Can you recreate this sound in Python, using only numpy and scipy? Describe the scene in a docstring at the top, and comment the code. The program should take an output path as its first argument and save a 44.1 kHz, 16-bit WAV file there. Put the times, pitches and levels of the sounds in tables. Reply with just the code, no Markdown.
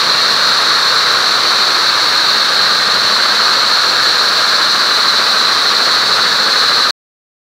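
"""A hall full of air-jet weaving looms, heard from the aisle, is already roaring at the start.
About 13 times a second, each loom blows a thread across with a hiss, and a comb (the reed) beats it into
the cloth and shakes the frame. Steel thread guides (healds) rattle, the frames hum, and the hall blurs
it all. The looms slide in and out of step, driving a small microphone into its limiter, which holds
down the peaks. After about 6.9 s the sound is cut off."""
import sys
import numpy as np
from scipy import signal
from scipy.fft import rfft, irfft, next_fast_len
from scipy.io import wavfile
from scipy.ndimage import uniform_filter1d, minimum_filter1d, map_coordinates

SR = 44100
rng = np.random.default_rng(int(sys.argv[2]) if len(sys.argv) > 2 else 0)


def transcribe(signal):
    """Save signal, clipped to [-1, 1], as a 16-bit WAV file at the path in sys.argv[1]."""
    frames = np.atleast_2d(signal).T
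    limited = np.clip(frames, -1, 1)
    pcm = np.round(limited * 32767).astype(np.int16)
    wavfile.write(sys.argv[1], SR, pcm)


N = 329427


def amp(db):
    """Turn decibels into a gain."""
    return 10 ** (np.asarray(db) / 20)


def unit(x):
    """Scale x to an average (rms) level of 1."""
    return x / np.sqrt(np.mean(x ** 2) + 1e-20)


def curve(points):
    """Join (time, value) points with straight lines, one value per sample."""
    times, values = np.transpose(points)
    return np.interp(np.arange(N) / SR, times, values)


def wobble(per_s):
    """A smooth random curve through per_s random values a second."""
    knots = rng.standard_normal(int(N * per_s / SR) + 4)
    return map_coordinates(knots, [np.arange(N) * per_s / SR])


def filtered(x, response):
    """Scale each frequency in x by the gain response(hz)."""
    size = next_fast_len(N + SR // 2)
    return irfft(rfft(x, size) * response(np.fft.rfftfreq(size, 1 / SR)), size)[:N]


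def coloured(x, spectrum):
    """Shape the tone of x with (frequency, level) points, then scale it to level 1."""
    freqs, db = np.transpose(spectrum)
    return unit(filtered(x, lambda hz: amp(np.interp(np.log(hz + 1), np.log(freqs + 1), db))))


def hall(power, echo_db, fade_s=1.1):
    """Add the hall's echo to a source's power; it rings from the start and falls 60 dB in fade_s."""
    tail = amp(-60 * np.arange(SR) / SR / fade_s) ** 2
    looped = np.pad(power, (SR - 1, 0), mode="wrap")
    echo = signal.fftconvolve(looped, tail / tail.sum(), mode="valid")
    return np.abs(power + amp(echo_db) ** 2 * echo)


def shaft(turns_per_s, drift):
    """Count the turns of a loom's main shaft, one for each thread; its speed drifts a little."""
    return rng.random() + np.cumsum(turns_per_s * (1 + drift * wobble(1.5))) / SR


def stroke(turns, at, width):
    """A smooth burst of height 1 once a turn; its place and width are in turns."""
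    offset = (turns - at + .5) % 1 - .5
    return np.exp(-.5 * (offset / width) ** 2)


def frame_hum(shafts, waver_db):
    """The frames hum at multiples of the shaft speed; slightly different speeds make the hum throb."""
    # tones of the frames: multiple of the shaft speed, level/dB
    tones = [(4, -20), (6, -17), (9, -7), (10, -9), (15, -2.5), (16, 0.5)]
    hum = np.zeros(N)
    for multiple, db in tones:
        tone = unit(sum(gain * np.sin(2 * np.pi * multiple * turns) for turns, gain in shafts))
        hum += amp(db) * unit(amp(waver_db * wobble(7.3)) * tone)
    return hum


def reed_thuds(shafts, ring_s, scatter_db, far_db):
    """The reed hits the cloth once a turn and the frame rings dully; far looms only rumble."""
    # tone of a shaken frame: f/Hz, level/dB
    thud_spectrum = [(20, -47.5), (30, -41.5), (42, -29), (53, -9), (66, -15), (95, -8), (122, -1),
                     (165, -4.5), (210, -1), (270, -4.5), (450, 1), (700, -4.5), (1200, -22.5), (2500, -83)]
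    t = np.arange(SR // 2) / SR
    thuds = np.zeros(N)
    for turns, gain in shafts:
        new_turn = np.diff(np.floor(turns), prepend=0)
        blows = new_turn * amp(scatter_db * rng.standard_normal(N))
        ring = rng.standard_normal(len(t)) * amp(-60 * t / ring_s)
        thuds += gain * signal.fftconvolve(blows, ring)[:N]
    rumble = amp(far_db) * rng.standard_normal(N)
    return coloured(unit(thuds) + rumble, thud_spectrum)


def heald_rattle(shafts, ticks_per_s, width_turns, far_db):
    """Loose healds chatter as they swap the threads over; far looms and echoes merge into a roar."""
    # tone of the rattle: f/Hz, level/dB
    rattle_spectrum = [(20, -77), (70, -47), (130, -23.5), (220, -18), (370, -14), (450, -9.5), (600, -8.5),
                       (700, -10.5), (920, -8), (1170, .5), (1640, -1.5), (2000, -9.5), (3100, -14.5),
                       (6000, -45.5)]
    motion = sum(gain ** 2 * stroke(turns, 0.12, width_turns) for turns, gain in shafts)
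    tick_chance = ticks_per_s / SR * motion / motion.mean()
    ticks = rng.standard_normal(N) * (rng.random(N) < tick_chance)
    roar = np.sqrt(hall(motion, echo_db=18.5)) * rng.standard_normal(N)
    return coloured(unit(ticks) + amp(far_db) * unit(roar), rattle_spectrum)


def air_jets(shafts, width_turns, flutter_db):
    """The nozzles open for part of each turn and blow a swirling, hissing puff of air."""
    # tone of the hiss as the microphone picks it up, with a ringing peak near 4 kHz: f/Hz, level/dB
    hiss_spectrum = [(60, -89), (1700, -33.5), (2900, -30.5), (3350, -16), (3850, -4), (4170, .5),
                     (4450, -3), (5000, -15.5), (5800, -16.5), (6700, -26), (7400, -25.5), (8200, -30.5),
                     (9700, -32), (10500, -35), (15500, -39)]
    flow = sum(gain ** 2 * stroke(turns, 0.5, width_turns) for turns, gain in shafts)
    puffs = np.sqrt(hall(flow, echo_db=16)) * amp(flutter_db * wobble(110))
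    return coloured(puffs * rng.standard_normal(N), hiss_spectrum)


def reflections(x, depth_db, spacing_hz, change_s):
    """Echoes off floor and machines lift some pitches and weaken others, shifting as one walks."""
    hz, t, spectra = signal.stft(x, SR, nperseg=2048)
    rows, cols = hz / spacing_hz, t / change_s
    knots = rng.standard_normal((int(rows[-1]) + 4, int(cols[-1]) + 4))
    pattern = map_coordinates(knots, np.meshgrid(rows, cols, indexing="ij"))
    return signal.istft(spectra * amp(depth_db * pattern), SR, nperseg=2048)[1][:N]


def scene():
    """The looms run at nearly the same speed; hum and rattle depend on where one stands."""
    # the nearest looms: speed/(turns per s), level/dB
    looms = [(13.36, 0), (13.29, -2), (13.42, -3), (13.12, -3), (13.22, -4), (13.33, -5)]
    # the frames' hum along the aisle: t/s, level/dB
    hum_levels = [(0.3, -47.8), (1.0, -51.5), (3.3, -44.2), (4.4, -43.8), (5.1, -47.3), (6.9, -46.3)]
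    # the rattle, a little louder beside the healds: t/s, level/dB
    rattle_levels = [(0.0, -15.8), (1.1, -15.3), (2.5, -16.1), (3.3, -15.4), (4.3, -16.2), (6.9, -16.0)]
    thud_db, air_db = -35.2, -13.0
    shafts = [(shaft(speed, drift=.002), amp(db)) for speed, db in looms]
    thuds = amp(thud_db) * reed_thuds(shafts, ring_s=0.4, scatter_db=0.5, far_db=-8.5)
    hum = amp(curve(hum_levels)) * frame_hum(shafts, waver_db=0.5)
    rattle_gain = amp(curve(rattle_levels) + 0.19 * wobble(20))
    rattle = rattle_gain * heald_rattle(shafts, ticks_per_s=2400, width_turns=.17, far_db=2.5)
    air = amp(air_db + .25 * wobble(18)) * air_jets(shafts, width_turns=.2, flutter_db=0.44)
    return reflections(hum + thuds + rattle + air, depth_db=1, spacing_hz=70, change_s=.7)[None]


def limiter(x, ceiling_db, hold_s):
    """Turn the level down at once for each peak and back up within milliseconds."""
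    needed_gain = np.minimum(1, amp(ceiling_db) / (np.abs(x) + 1e-9))
    hold = max(5, int(hold_s * SR))
    held_gain = minimum_filter1d(needed_gain, hold, origin=(hold - 1) // 2 - 2)
    return x * uniform_filter1d(held_gain, size=5)


def record(dry):
    """Hold down the peaks, thin the deepest bass, stop suddenly and remove the highest treble."""
    bass_hz, top_hz, end_s = 22, 15720, 6.909
    limited = limiter(dry[0], ceiling_db=-1.4, hold_s=.0015)
    thinned = filtered(limited, lambda hz: 1 - 1 / (1 + (hz / bass_hz) ** 2))
    gate = np.clip((end_s - np.arange(N) / SR) / .001, 0, 1)
    return filtered(thinned * gate, lambda hz: 1 / (1 + (hz / top_hz) ** 400))[None]


dry = scene()
out = record(dry)
transcribe(out)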